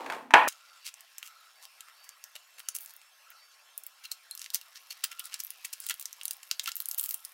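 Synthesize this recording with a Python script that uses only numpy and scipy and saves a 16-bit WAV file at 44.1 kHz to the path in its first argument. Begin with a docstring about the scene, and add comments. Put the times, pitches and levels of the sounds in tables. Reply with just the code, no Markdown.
"""In a workshop, a paper booklet rustles and is knocked down on a wooden bench; then the sound jumps to tape work
sped up like a time-lapse, all high and thin: sticky tape is picked and peeled off a metal frame over a thin hiss.
Paper is filtered random clicks, a blow is a burst of noise plus dying sines, and tape is short snaps of noise,
crackling runs and a steady pull. Small parts ring when tapped. Behind the work are patchy hiss, a wavering hum,
faint steady tones and a thin whistle that comes and goes."""
import sys
import numpy as np
from scipy import signal
from scipy.io import wavfile
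from scipy.ndimage import uniform_filter1d

SR = 44100
rng = np.random.default_rng(int(sys.argv[2]) if len(sys.argv) > 2 else 0)


def field_ratio(decibels):
    """Amplitude ratio for a level in dB (20 dB per decade); scalars and array-likes work."""
    return 10 ** (np.asarray(decibels, dtype=float) / 20)


def unload_wav(signal):
    """Save mono or channel-first audio to the path in sys.argv[1] as 16-bit WAV at rate SR, clipped to [-1, 1]."""
    wavfile.write(
        sys.argv[1],
        SR,
        np.round(np.clip(np.atleast_2d(signal).T, -1, 1) * 32767).astype(np.int16),
    )


N = 323253  # samples, about 7.3 s
T = np.arange(N) / SR  # time of each sample, s
HZ = np.fft.rfftfreq(4096, 1 / SR)  # frequencies at which filters are drawn
CHANGE_S = .481  # the bench sound stops here and the sped-up tape work takes over


# the ticks of tape letting go that stand out:
# (t/s, peak level/dB, brightness/octaves above 1 kHz, held to 4 at most)
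TAPE_TICKS = [(0.941, -28, 2.53), (1.0075, -33, 2.95), (1.183, -21.5, 3.15), (1.2286, -22.5, 1.93),
              (1.6534, -28, 2.5), (1.8073, -23.5, 2.38), (2.0918, -26, 3.05), (2.2404, -23, 2.9),
              (2.3626, -24.5, 1.73), (2.595, -22, 3.9), (2.6872, -14, 2.97), (2.7865, -22, 3.6),
              (2.8608, -20.5, 3.7), (2.938, -31.5, 4.2), (2.9654, -27.5, 4.4), (3.016, -39, 1.9),
              (3.304, -29, 4), (3.7782, -13, 3.7), (3.8364, -26, 3.54), (3.866, -19.5, 3.9),
              (4.1165, -18.5, 2.97), (4.3113, -20, 2.93), (4.3518, -21, 3.27), (4.3762, -24.5, 2.8),
              (4.3943, -24, 2.7), (4.4174, -20, 2.44), (4.4435, -24, 2.1), (4.4617, -26, 1.8),
              (4.5033, -22.5, 2.73), (4.5455, -5, 3.3), (4.556, -18, 2.7), (4.6134, -27.5, 2.6),
              (4.9093, -27, 2.38), (5.0416, -8.5, 3.6), (5.1165, -29, 2.8), (5.195, -17, 3.65),
              (5.2557, -23, 3.1), (5.342, -17, 2.2), (5.403, -17.5, 3), (5.4368, -19, 4),
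              (5.4487, -21, 3.26), (5.4677, -24, 4.3), (5.5052, -17, 3.32), (5.6533, -19, 3.6),
              (5.729, -22.5, 3.4), (5.8026, -22, 3.6), (5.866, -16, 2.73), (5.889, -18, 3),
              (5.8975, -12.5, 2.84), (5.9416, -20, 4.1), (5.9975, -17, 3.9), (6.0126, -19, 3.35),
              (6.026, -22.5, 4.4), (6.0564, -18.5, 2.7), (6.129, -25.5, 2.9), (6.213, -27, 1.74),
              (6.2337, -24.5, 3), (6.2547, -11, 3.1), (6.281, -16.5, 2.8), (6.3096, -11, 3.6),
              (6.333, -27, 3.4), (6.368, -27.5, 3.6), (6.431, -29.5, 2.8), (6.5131, -5.5, 2.55),
              (6.5962, -10.5, 2.14), (6.6596, -18.5, 2.35), (6.718, -19.5, 2.3), (6.7557, -13, 4.2),
              (6.7673, -11, 3.96), (6.8032, -12, 3.85), (6.8216, -21, 3.8), (6.8576, -14.5, 3.5),
              (6.8872, -12.5, 3.68), (6.913, -15, 3.2), (6.9458, -17.5, 3.4), (6.9963, -8, 3.32),
              (7.0115, -10, 4.9), (7.0397, -10, 3.64), (7.06, -10, 3.6), (7.0915, -9.5, 4.6),
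              (7.1096, -9, 3.67), (7.1433, -11.5, 4), (7.2502, -20.5, 3.34)]


def ticks():
    """Each tick is a snap of well under a millisecond, with a faint creak before and a rattle after."""
    t = np.arange(-200, 700) / SR  # the snap itself is at t = 0
    out = np.zeros(N)
    for s, db, octaves in TAPE_TICKS:
        creak = 0.062 * field_ratio(60 * t / 0.009)
        snap_and_rattle = field_ratio(-60 * abs(t) / 0.0015) + 0.14 * field_ratio(-60 * abs(t) / 0.024)
        noise = rng.standard_normal(len(t)) * np.where(t < 0, creak, snap_and_rattle)
        snap = tinted(noise, hump(octaves, below_db=9.5, above_db=5.5))
        tick = through_frame(snap, share_db=-2.5)
        add(out, s + t[0], field_ratio(db) * tick / abs(tick).max())
    return out


# crackling runs and scuffs:
# (t/s, length/s, level/dB, brightness/octaves above 1 kHz, held to 4 at most)
CRACKLING_RUNS = [(0.477, 0.01, -28, 2.4), (0.52, 0.007, -43, 2.2), (0.845, 0.044, -40.5, 2.2),
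                  (1.229, 0.053, -49, 2.7), (1.613, .04, -54.5, 2.6), (1.869, 0.032, -55.5, 0.92),
                  (2.036, .015, -53, 2.46), (2.35, 0.012, -42, 1.77), (2.577, 0.027, -48.5, 1.55),
                  (2.744, 0.021, -34.5, 3.56), (2.792, 0.057, -46.5, 3.67), (2.871, 0.041, -52.5, 2.6),
                  (3.284, 0.042, -60, 0.71), (4.032, 0.026, -46.5, 2.27), (4.111, 0.014, -39, 2.9),
                  (4.381, 0.075, -51.5, 2.4), (4.534, 0.024, -32.5, 2.66), (4.748, 0.028, -49, 1.93),
                  (4.896, 0.033, -45, 2.1), (5.035, .013, -30.5, 2.18), (5.109, 0.02, -46, 1.6),
                  (5.186, 0.018, -39.5, 1.74), (5.233, 0.039, -44, 2.63), (5.31, 0.05, -47, 1.44),
                  (5.386, 0.022, -43, 3.13), (5.644, 0.012, -34, 2.6), (5.728, 0.0082, -37.5, 3.04),
                  (5.801, 0.09, -48.5, 2.8), (5.894, 0.023, -33, 1.66), (5.998, 0.018, -42, 4.5),
                  (6.63, 0.012, -44, 3.2), (6.666, 0.026, -35, 1.83), (6.761, 0.054, -48.5, 3.4),
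                  (6.876, .065, -45, 3.9), (6.975, 0.017, -28, 4.5), (7.014, .055, -39.5, 3.8),
                  (7.075, 0.068, -38, 3.94)]


def runs():
    """Glue threads tear in a spiky flurry that swells and trails off."""
    rise_share = 0.29  # part of the run's length spent swelling
    threads = grains(per_s=1100, spread_db=4.5) + 0.32 * rng.standard_normal(N)
    out = np.zeros(N)
    for s, length, db, octaves in CRACKLING_RUNS:
        t = np.arange(round((length + .04) * SR)) / SR  # leaves room for the trailing end
        swell = np.clip(t / (0.0016 + rise_share * length), 0, 1)
        trail = field_ratio(-60 * np.maximum(t - length, 0) / 0.026)
        piece = threads[round(s * SR):][:len(t)]
        flurry = tinted(piece, hump(octaves, below_db=8, above_db=4.5))
        flurry = evened(through_frame(flurry, share_db=-2.5))
        add(out, s, field_ratio(db) * flurry * swell * trail)
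    return out


# steady pull on the tape: (t/s, level/dB, dullness/0 to 1)
TAPE_PULL = [(0.47, -64, 0.92), (3.68, -73.5, 0.08), (5.07, -59, 0.82), (6.58, -61, 0.4), (6.91, -63, 0.5),
             (7.33, -56, 0.01)]
# relative spectrum of the tearing film: (f/Hz, level/dB per Hz)
FILM_SPECTRUM = [(500, -49), (3000, -25.5), (6000, -14), (10000, 1.5), (14000, 2.5), (17000, -12.5)]
# relative spectrum of the fingers: (f/Hz, level/dB per Hz)
FINGER_SPECTRUM = [(300, -29.5), (1200, -7.5), (2800, 0.5), (5500, -1), (9000, -12), (17000, -19)]


def peel():
    """Glue threads tear in dense random snaps; a duller pull is more finger than film."""
    s, db, dull = np.transpose(TAPE_PULL)
    level = field_ratio(np.interp(T, s, db))
    dull = np.clip(np.interp(T, s, dull), 0, 1)
    film = evened(tinted(grains(per_s=2700, spread_db=7.0), FILM_SPECTRUM))
    fingers = evened(tinted(grains(per_s=3700, spread_db=8.0), FINGER_SPECTRUM))
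    return level * (np.sqrt(1 - dull) * film + np.sqrt(dull) * fingers)


# taps on small loose parts: (t/s, peak level/dB, f/Hz)
PART_TAPS = [(4.046, -47, 2750), (4.055, -41, 4160), (4.1154, -28, 4220), (4.312, -36, 4155),
             (4.336, -45, 4190), (2.354, -56, 612), (4.906, -32, 4400), (5.9, -37.5, 2000),
             (6.677, -32, 1343), (6.801, -43, 4200)]


def taps():
    """Each small part rings briefly on its own pitch, with a weaker ring just above it."""
    out = np.zeros(N)
    for s, db, hz in PART_TAPS:
        modes = [(hz, 0, .045), (1.04 * hz, -7, .03)]
        add(out, s, field_ratio(db) * ring(modes, length=4000))
    return out


# resonances of the metal frame: (f/Hz, width/Hz, relative level/dB before each touch varies it)
FRAME_RESONANCES = [(1381, 300, 6), (2000, 490, -1), (2777, 360, 3.5), (4200, 110, -6), (6213, 300, -12)]


def through_frame(x, share_db):
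    """Adds the frame's resonances, each stirred by a different amount at every touch."""
    out = x.copy()
    for hz, width, db in FRAME_RESONANCES:
        b, a = signal.iirpeak(hz, hz / width, SR)
        luck = field_ratio(4 * rng.standard_normal())
        out += field_ratio(db + share_db) * luck * signal.lfilter(b, a, x)
    return out


# pages rubbing swell once and die away: (t/s, level/dB)
RUSTLE_LEVEL = [(0, -40), (0.039, -44), (.13, -41.5), (.3, -61.5)]
# relative spectrum of rubbing paper: (f/Hz, level/dB per Hz)
PAPER_SPECTRUM = [(35, -80.5), (60, -42), (248, -9.5), (1020, -4), (1200, -10.5), (2360, -20.5),
                  (11500, -38), (15500, -41.5)]


def rustle():
    """Rubbing pages make a stream of random clicks, coloured like paper."""
    s, db = np.transpose(RUSTLE_LEVEL)
    paper = evened(tinted(grains(per_s=2500, spread_db=3.0), PAPER_SPECTRUM))
    return paper * field_ratio(np.interp(T, s, db)) * (T < s[-1])


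# flicks of pages and blows on the bench: (t/s, peak level/dB of the crack, tilt/dB per octave)
BOOKLET_BLOWS = [(.062, -31, 5), (0.0998, -19.5, 3), (.122, -24.5, 4.5), (.133, -29, 4), (.148, -32, 5),
                 (0.307, -23, 3.5), (0.3379, 6, -1), (0.356, -7, -4.5), (.432, -20, -1.5),
                 (.473, -14.5, -4.5)]
# relative spectrum of a crack before its tilt: (f/Hz, level/dB per Hz)
CRACK_SPECTRUM = [(30, -55), (200, -26.5), (970, 4), (2500, -6), (4500, -25), (14500, -43), (16500, -71)]
# ringing tones of the bench top: (f/Hz, relative level/dB, time to fall 60 dB/s before it is shortened below)
BENCH_MODES = [(657, -8.5, .4), (821.2, -15, 0.33), (903, -2.5, 0.49), (994, -4.5, 0.68),
               (1033.8, -6.5, 0.28), (1234, -4, 0.33), (1508, -1.5, 0.29), (1724, -6, 0.22),
               (1815, -2.5, .25)]


def blows():
    """Each blow cracks as a short scrape of noise and rings the bench top; early flicks barely ring it."""
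    scrape_fade = field_ratio(-60 * np.arange(1500) / SR / 0.037)
    out = np.zeros(N)
    for s, db, tilt_db in BOOKLET_BLOWS:
        scrape = rng.standard_normal(1500) * scrape_fade
        crack = tinted(scrape, [(hz, d + tilt_db * np.log2(hz / 1000)) for hz, d in CRACK_SPECTRUM])
        add(out, s, field_ratio(db) * crack / abs(crack).max())
        # every tone sounds twice, each time slightly off pitch
        modes = [(hz * rng.uniform(.97, 1.03), d, 0.21 * t60) for hz, d, t60 in BENCH_MODES + BENCH_MODES]
        ring_db = -6 if s > .2 else -11  # blows after 0.2 s land on the bench
        add(out, s, field_ratio(db + ring_db) * ring(modes, length=8000))
    return out


def bench():
    """Page rustle and blows echo in the workshop while a low drone creeps in, until all stops at the change."""
    dry_sound = rustle() + blows()
    echo = field_ratio(-5.5) * room(dry_sound, speed=1, delay_s=.008)
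    drone = field_ratio(np.interp(T, (.16, .23, .47), (-75, -56, -54))) * fuzzy(262, width=61)
    return (dry_sound + echo + drone) * np.clip((CHANGE_S - T) / 0.0032, 0, 1)


# how long the workshop echoes at speed 1: (f/Hz, time to fall 60 dB/s)
ECHO_TIMES = [(60, 0.17), (300, 0.49), (1000, 0.43), (2500, 0.35), (6000, 0.3), (15000, 0.5)]


def room(x, speed, delay_s):
    """Workshop echo as a noise tail dying band by band; a higher speed raises and shortens it."""
    noise = rng.standard_normal(SR // 2) * (np.arange(SR // 2) > delay_s * SR)
    hz, t, z = signal.stft(noise, SR, nperseg=128)
    fade = field_ratio(-60 * t * speed / read(ECHO_TIMES, hz / speed)[:, None])
    tail = signal.istft(z * fade, SR, nperseg=128)[1]
    return signal.oaconvolve(x, tail / np.linalg.norm(tail))[:N]


# relative spectrum of the room hiss: (f/Hz, level/dB per Hz)
HISS_SPECTRUM = [(30, -52), (150, -47), (390, -25), (610, -9), (1290, -4), (2600, -4.5), (3730, -7),
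                 (5300, -8.5), (13800, -18), (15500, -22.5), (16500, -40)]


def hiss():
    """Thin noise whose loudness is patchy in both time and pitch."""
    a, b, patches = rng.standard_normal((N // 256 + 5, 513, 3)).T
    patches = uniform_filter1d(patches, size=10, axis=0)  # smooth over pitch
    patches = evened(uniform_filter1d(patches, size=8, axis=1))  # smooth over time
    z = (a + 1j * b) * field_ratio(read(HISS_SPECTRUM, HZ[::4])[:, None] + 3.53 * patches)
    noise = signal.istft(z, nperseg=1024, noverlap=768)[1][:N]
    return field_ratio(-61.5) * evened(noise)


# the hum swells now and then, on top of its rest level: (t/s, length/s, added level/dB)
HUM_SWELLS = [(0.497, .3, -65), (1.22, 0.29, -63), (1.801, .15, -67), (3.27, 0.11, -64.5),
              (3.96, 0.27, -77), (5.07, .25, -62.5), (6.9, 0.36, -71.5)]


def hum():
    """A narrow band of noise wavers by itself and swells now and then above its rest level."""
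    rest_db, edge_s = -76.5, .05
    swells = sum(field_ratio(db) * ((T > s) & (T < s + length)) for s, length, db in HUM_SWELLS)
    swells = uniform_filter1d(swells, size=round(edge_s * SR))
    return (field_ratio(rest_db) + swells) * fuzzy(1350, width=150)


# faint steady tones: (f/Hz, level/dB)
FAINT_TONES = [(1077, -78.5), (1674, -79), (2686, -76.5), (5357, -74)]


def tones():
    """Faint sines, each wavering a little in level."""
    return sum(field_ratio(db) * steady(hz, waver_db=2.5) for hz, db in FAINT_TONES)


# when the thin whistle is heard: (start t/s, end t/s, level/dB)
WHISTLE_TIMES = [(.68, .86, -69), (1.55, 1.66, -71), (1.94, 2.14, -68), (2.63, 2.84, -68),
                 (3.36, 3.55, -68), (6.5, 6.6, -68)]


def whistle():
    """A thin, wavering sine that comes and goes with softened edges."""
    gate = sum(field_ratio(db) * ((T > start) & (T < end)) for start, end, db in WHISTLE_TIMES)
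    return uniform_filter1d(gate, size=250) * steady(4590, waver_db=3.0, size=900)


def background():
    """Hiss, hum, steady tones and whistle add up behind the tape work."""
    return hiss() + hum() + tones() + whistle()


def grains(per_s, spread_db):
    """Random clicks of either sign, a few of them large, rms 1."""
    size = field_ratio(spread_db * np.minimum(rng.exponential(1, N), 4))
    sign = rng.choice([-1., 1.], N)
    happens = rng.random(N) < per_s / SR
    return evened(size * sign * happens)


def ring(modes, length):
    """Sum of dying sines with a soft start, peak 1; modes hold (Hz, dB, seconds to fall 60 dB)."""
    t = np.arange(length) / SR
    out = np.zeros(length)
    for hz, db, t60 in modes:
        out += field_ratio(db - 60 * t / t60) * np.sin(2 * np.pi * (hz * t + rng.random()))
    out = out * np.sin(np.pi / 2 * np.clip(t / .0015, 0, 1)) ** 2
    return out / abs(out).max()


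def fuzzy(hz, width):
    """A narrow band of noise around a tone, rms 1; width is in Hz."""
    r = np.exp(-np.pi * width / SR)
    noise = rng.standard_normal(N) + 1j * rng.standard_normal(N)
    slow = signal.lfilter([1], [1, -2 * r, r * r], noise)
    return evened((slow * np.exp(2j * np.pi * hz * T)).real)


def steady(hz, waver_db, size=2500):
    """A tone whose level wavers a little, rms about 1; size is the smoothing in samples."""
    drift = evened(uniform_filter1d(rng.standard_normal(N), size=size))
    return np.sqrt(2) * field_ratio(waver_db * drift) * np.sin(2 * np.pi * hz * T)


def hump(octaves, below_db, above_db):
    """Spectrum that peaks some octaves above 1 kHz and slopes off on both sides, unevenly at every touch."""
    hz = 1000 * 2 ** min(octaves, 4)
    shape = [(30, -3 * below_db - 27.5), (hz / 8, -3 * below_db), (hz / 1.13, 0), (hz * 1.15, 0),
             (hz * 8, -3 * above_db)]
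    steps = np.geomspace(30, 20000, num=28)
    uneven_db = 2.5 * rng.standard_normal(len(steps))
    return list(zip(steps, read(shape, steps) + uneven_db))


def tinted(x, points):
    """Filters a sound by a spectrum, keeping its length."""
    return signal.oaconvolve(x, colour(points))[:len(x)]


def colour(points):
    """Impulse response of a spectrum that starts at once, with no sound ahead of time (minimum phase)."""
    log_gain = np.log(field_ratio(np.maximum(read(points, HZ), -100)))
    full = np.concatenate([log_gain, log_gain[-2:0:-1]])
    return np.fft.ifft(np.exp(np.conj(signal.hilbert(full)))).real[:1024]


def read(points, hz):
    """Reads a spectrum between its points on a log-frequency axis."""
    f, value = np.transpose(points)
    return np.interp(np.log(hz + 1), np.log(f + 1), value)


def evened(x):
    """Scales to rms 1."""
    return x / np.sqrt(np.mean(x ** 2) + 1e-20)


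def add(mix, s, sound):
    """Mixes a sound in at a time in seconds."""
    part = mix[max(round(s * SR), 0):][:len(sound)]
    part += sound[:len(part)]


def scene():
    """The bench, then tape work sped up like a time-lapse, its workshop echo shortened and raised in pitch."""
    hands = ticks() + runs() + peel() + taps()
    echo = field_ratio(-11.5) * room(hands, speed=3.2, delay_s=0.0011)
    work = hands + echo + background()
    work_fade_in = np.clip((T - CHANGE_S) / .004 + 1, 0, 1)
    return (bench() + work * work_fade_in)[None]


def band_limit(x):
    """A steep low-pass at the top of the band."""
    return signal.sosfilt(signal.butter(12, 16970, fs=SR, output="sos"), x)


def record(dry):
    """The input saturates softly on the hardest blow; then a low cut and a band limit."""
    top = .72  # level that the saturation never passes
    saturated = top * np.tanh(dry / top)
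    low_cut = signal.lfilter(*signal.butter(1, 110, "high", fs=SR), saturated)
    edge = signal.firwin(255, 16400, window=("kaiser", 8), fs=SR)
    finished = signal.oaconvolve(low_cut, edge[None], "same")
    return band_limit(finished)


dry = scene()
out = record(dry)
unload_wav(out)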